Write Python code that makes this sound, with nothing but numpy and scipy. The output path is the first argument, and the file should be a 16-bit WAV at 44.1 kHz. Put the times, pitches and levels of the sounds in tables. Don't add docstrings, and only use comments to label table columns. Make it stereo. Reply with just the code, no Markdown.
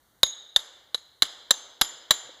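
import sys
import numpy as np
from scipy import signal
from scipy.fft import rfft, irfft, next_fast_len
from scipy.io import wavfile
from scipy.ndimage import map_coordinates

SR = 44100
rng = np.random.default_rng(int(sys.argv[2]) if len(sys.argv) > 2 else 0)


def boost_factor(decibels):
    exponent = np.asarray(decibels, float) / 20
    return 10 ** exponent


def to_wav(sig):
    pcm = np.clip(np.atleast_2d(sig), -1, 1) * 32767
    pcm = np.round(pcm).astype(np.int16)
    wavfile.write(sys.argv[1], SR, pcm.T)


N = 105840
FAR_TOP_HZ = 15550


def unit(x):
    return x / np.sqrt(np.mean(x ** 2) + 1e-20)


def along(points, hz):
    f, v = np.transpose(points)
    return np.interp(np.log(hz + 1), np.log(f + 1), v)


def filtered(x, response):
    n = x.shape[-1]
    m = next_fast_len(n + 4096)
    return irfft(rfft(x, m) * response(np.fft.rfftfreq(m, 1 / SR)), m)[..., :n]


def causal(x, db_of):
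    cepstrum = irfft(np.log(boost_factor(db_of(np.fft.rfftfreq(2048, 1 / SR))) + 1e-5))
    cepstrum[1:1024] *= 2
    cepstrum[1025:] = 0
    h = irfft(np.exp(rfft(cepstrum)))
    return signal.fftconvolve(x, h / np.linalg.norm(h))[:len(x)]


def ring(t, hz, db, t60, rise_s=0.00016):
    return boost_factor(db - 60 * t / t60) * np.sin(2 * np.pi * hz * t) * (1 - np.exp(-t / rise_s))


# frequency in Hz, likeness from 0 to 1.
ALIKE = [(100, 0.1), (500, .65), (1250, 0.91), (1900, 1), (2550, .99), (3800, 1), (5000, 0.77), (9000, .4)]


def spread(pair, db_of):
    turn = lambda hz: np.arccos(np.clip(along(ALIKE, hz), -1, 1)) / 2
    mid, side = filtered(pair, lambda hz: boost_factor(db_of(hz)) * [np.cos(turn(hz)), np.sin(turn(hz))])
    return np.array([mid + side, mid - side])


# frequency in Hz, level in dB.
AIR = [(15, -33), (40, -9.5), (70, -7), (200, -15), (400, -17.5), (3000, -20.5), (6000, -25.5),
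       (15500, -25)]


def air():
    level_db = -64
    noise = rng.standard_normal((2, N))
    return boost_factor(level_db) * unit(spread(noise, lambda hz: along(AIR, hz) - 60 * (hz > FAR_TOP_HZ)))


# start in seconds, level in dB, pitch in Hz, t60 in seconds.
CHIPS = [
    (1.37, -60, 123, 0.15),
    (1.931, -58, 137, 0.16),
    (2.249, -51, 128, 0.11),
    (2.29, -26, 520, 0.031),
]


def chips():
    out = 0
    for s, db, hz, t60 in CHIPS:
        t = np.maximum(np.arange(N) / SR - s, 0)
        out = out + ring(t, hz, db, t60, rise_s=0.004)
        out = out + ring(t, hz * .62, db - 4, t60, rise_s=0.0071)
    return out


# centre in Hz, width in Hz, level in dB.
PORT = [(3430, 600, 5), (5010, 160, 10.5), (8860, 310, -16), (12600, 830, -10), (14130, 670, 16)]


def port_db(hz):
    return sum(db * np.exp(-.5 * ((hz - c) / w) ** 2) for c, w, db in PORT)


# frequency in Hz, t60 in seconds.
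SHED = [(200, 1.8), (1000, 0.89), (4000, 0.89), (8000, 0.53), (14000, .35)]


def shed(t, db_of):
    rise_s = 0.0067
    hz, u, z = signal.stft(rng.standard_normal((2, len(t))), SR, nperseg=256)
    decay = boost_factor(-60 * u / along(SHED, hz)[:, None])
    tail = signal.istft(z * decay, SR, nperseg=256)[1][:, :len(t)]
    tail = spread(tail * (1 - np.exp(-(t / rise_s) ** 2)), db_of)
    return tail / np.sqrt(np.mean(tail[:, :SR // 10] ** 2))


# frequency in Hz, level in dB.
TAIL = [(120, -46.5), (250, -20.5), (550, -10.5), (2200, -7), (3400, -6.5), (5600, -16), (7300, -4),
        (8000, -11.5)]
# frequency in Hz, level in dB.
TAIL_TOP = [(8100, -26), (8800, -25), (10300, -15.5), (11400, -17), (12600, -36.5), (13600, -43.5),
            (14700, -36), (15500, -34)]


def wash(t, ridge_hz, ridge_db):
    ridge_width_hz = 230

    def wash_db(hz):
        tail_db = np.where(hz < 8000, along(TAIL, hz), along(TAIL_TOP, hz))
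        ridge = ridge_db * np.exp(-.5 * ((hz - ridge_hz) / ridge_width_hz) ** 2)
        return tail_db + port_db(hz) - 60 * (hz > FAR_TOP_HZ) + ridge
    return shed(t, wash_db)


def wall_echo(t, near, db):
    delay_s, smear_s, n = 0.028, 0.026, 1500
    smear = rng.standard_normal(n) + .2 * rng.standard_normal((2, n))
    smear = smear * t[:n] * boost_factor(-60 * t[:n] / smear_s)
    late = np.roll(near, round(delay_s * SR))[None]
    return signal.fftconvolve(late, smear / np.linalg.norm(smear[0]), axes=1)[:, :SR] * boost_factor(db)


def thump(t, db):
    peak_s = 0.00062
    return [[-.42], [.58]] * (boost_factor(db) * t / peak_s * np.exp(1 - t / peak_s))


def shimmer(t):
    sd_db, per_s = 3, 80
    return boost_factor(sd_db * map_coordinates(rng.standard_normal(size=100), [t * per_s]))


# pitch in Hz, column of RINGS.
STEEL_HZ = [(3758, 0), (3815, 0), (6681, 0), (6640, 0), (6304, 1), (7104, 2), (11262, 3)]
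# level in dB, t60 in seconds.
STEEL = [(-13.5, 0.43), (-8.5, 0.96), (7, 0.33), (-9.5, 0.69), (4.5, 0.45), (4, 0.41), (2.5, .25)]
# level in dB of the chisel modes, of the 6.3, 7.1 and 11.3 kHz hammer modes.
RINGS = [(-28, -62.5, -62.5, -39), (-55, -46.5, -41.5, -40), (-42.5, -60, -52, -48), (-78, -46.5, -70, -52),
         (-57, -35, -36, -50.5), (-56, -43, -28.5, -38.5), (-69, -41.5, -27.5, -45)]


def steel_rings(t, blow):
    levels = RINGS[blow]
    modes = zip(STEEL_HZ, STEEL)
    return sum(ring(t, hz, levels[c] + db, t60) * shimmer(t) for (hz, c), (db, t60) in modes)


CLANK_HZ = [5050, 7425, 11261]
CLANK_T60 = [0.026, 0.062, 0.029, 0.037]
# main pitch in Hz, level in dB of main, of 5, 7.4 and 11.3 kHz modes.
CLANK = [(3752, 1.5, -18.5, -17, -28), (3547, 2.5, -19.5, -11.5, -26), (3932, 7.5, -41, -14, -13),
         (4022, 5, -11.5, -4, -11.5), (4000, -1.5, -12.5, 2.5, -22.5), (3425, -6.5, -3.5, -11, -6.5),
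         (3925, -4, -14, -2.5, -28.5)]


def clank(t, blow, partner_ratio, partner_db):
    hz, *levels = CLANK[blow]
    modes = zip([hz, *CLANK_HZ], levels, CLANK_T60)
    out = sum(ring(t, f, db, t60, rise_s=0.00076) for f, db, t60 in modes)
    return out + ring(t, hz * partner_ratio, levels[0] + partner_db, CLANK_T60[0], rise_s=0.00024)


# mode in Hz, dB, second mode in Hz, dB, crunch top end in dB.
KNOCK = [(520, -17.5, 1100, -20, -4.5), (556, -19.5, 1200, -31.5, -8), (502, -13, 4800, -21, -20),
         (1514, -16.5, 2050, -20, -6.5), (553, -16.5, 1330, -17, 1), (864, -41, 1300, -28.5, -6),
         (620, -16, 1140, -15, 0.5)]


def knock(t, blow):
    t60 = 0.027
    return ring(t, *KNOCK[blow][:2], t60) + ring(t, *KNOCK[blow][2:4], t60)


# frequency in Hz, level in dB.
CRUNCH = [(150, -16.5), (450, -12.5), (2400, -4.5), (3700, -4.5), (5700, -10.5), (8500, -12),
          (12500, -17.5), (15000, -33)]


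def crunch(t, blow, long_db):
    top_end_hz, grain_sd_db, length_s = 10900, 3.9, 0.14 * boost_factor(long_db)
    grain_db = grain_sd_db * rng.standard_normal(SR // 40 + 1).repeat(40)[:SR]
    grit = rng.standard_normal(SR) * boost_factor(grain_db)
    decay = boost_factor(-60 * (t / length_s) ** 1.202)
    return causal(grit * decay, lambda hz: along(CRUNCH, hz) + port_db(hz) + KNOCK[blow][4] * (hz > top_end_hz))


# frequency in Hz, difference in dB.
LEFT = [(300, -2.5), (1300, -0.5), (2550, -0.5), (3600, -3.5), (9000, -6), (15000, -14.5)]


def aimed(x):
    return filtered(x, lambda hz: boost_factor(np.array([[.5], [-.5]]) * along(LEFT, hz)))


# start in seconds, peak in dB, shed in dB, thump in dB, crunch length in dB.
BLOWS = [
    (.232, 1.5, -27, -6.5, -17),
    (0.5616, -1, -27.5, -2, -15),
    (.9454, -14, -26.5, -35, -12.5),
    (1.222, -4, -21.5, -17, -9.5),
    (1.5078, 2, -27, 2.5, -14),
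    (1.8128, 2.5, -25.5, 0, -11),
    (2.1079, 3, -25.5, 1.5, -12),
]
# clank partner as pitch ratio, its dB, shed ridge in Hz, its dB, wall echo in dB.
SHADES = [(1.05, -6.5, 3780, 14, -2.5), (1.042, -1, 3650, -1.5, -2.5), (1.04, -8.5, 4100, 10, -2.5),
          (1.2, -10, 3300, 3.5, -1), (0.945, -1, 1900, -4.5, -4), (1.17, -1.5, 3100, 2.5, -2.5),
          (1, -1.5, 3150, 1.5, -2)]


def chisel():
    out, t = np.zeros((2, N + 2 * SR)), np.arange(SR) / SR
    for blow, (s, db, shed_db, thump_db, long_db) in enumerate(BLOWS):
        ratio, partner_db, ridge_hz, ridge_db, wall_db = SHADES[blow]
        plaster = .5 * crunch(t, blow, long_db)
        modes = clank(t, blow, ratio, partner_db) + knock(t, blow)
        steel = steel_rings(t, blow)
        echo = wall_echo(t, plaster + modes, wall_db - 20.5)
        wet = signal.fftconvolve((modes + steel)[None], shed(t, port_db), axes=1)[:, :SR]
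        far = echo + boost_factor(shed_db - 39.5) * wet + boost_factor(shed_db - 8.5) * wash(t, ridge_hz, ridge_db)
        both = aimed(plaster + modes + steel + far) + thump(t, thump_db)
        out[:, round(s * SR):][:, :SR] += boost_factor(db) * both
    return out[:, :N]


def scene():
    return air() + chips() + chisel()


def low_pass(x):
    return signal.sosfilt(signal.butter(12, 16480, fs=SR, output="sos"), x)


# frequency in Hz, left lead in radians.
LEADS = [(0, 0), (1400, 0), (2550, -3.14), (3850, -6.28), (5150, -9.42), (6500, -12.57), (8000, -15.7),
         (16000, -33)]


def record(dry):
    knee_db, duck_ratio, recover_db_per_s, duck_s = -30.5, 0.2, 63, 0.024
    full, low_cut_hz, top_hz, top_edge_hz = .97, 13, 16500, 600
    lead = lambda hz: np.array([[.5], [-.5]]) * np.interp(hz, *np.transpose(LEADS))
    x = filtered(dry, lambda hz: np.exp(1j * lead(hz)))
    ramp = recover_db_per_s * np.arange(N) / SR
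    held_db = np.maximum.accumulate(20 * np.log10(np.abs(x).max(0) + 1e-9) + ramp) - ramp
    k = 1 / (duck_s * SR)
    gain_db = signal.lfilter([k], [1, k - 1], -duck_ratio * np.maximum(held_db - knee_db, 0))
    clipped = np.clip(x * boost_factor(gain_db), -full, full)
    low_cut = lambda hz: (1j * hz / (low_cut_hz + 1j * hz)) ** 2
    mix = filtered(clipped, lambda hz: np.clip((top_hz - hz) / top_edge_hz, 0, 1) * low_cut(hz))
    return low_pass(mix)


dry = scene()
out = record(dry)
to_wav(out)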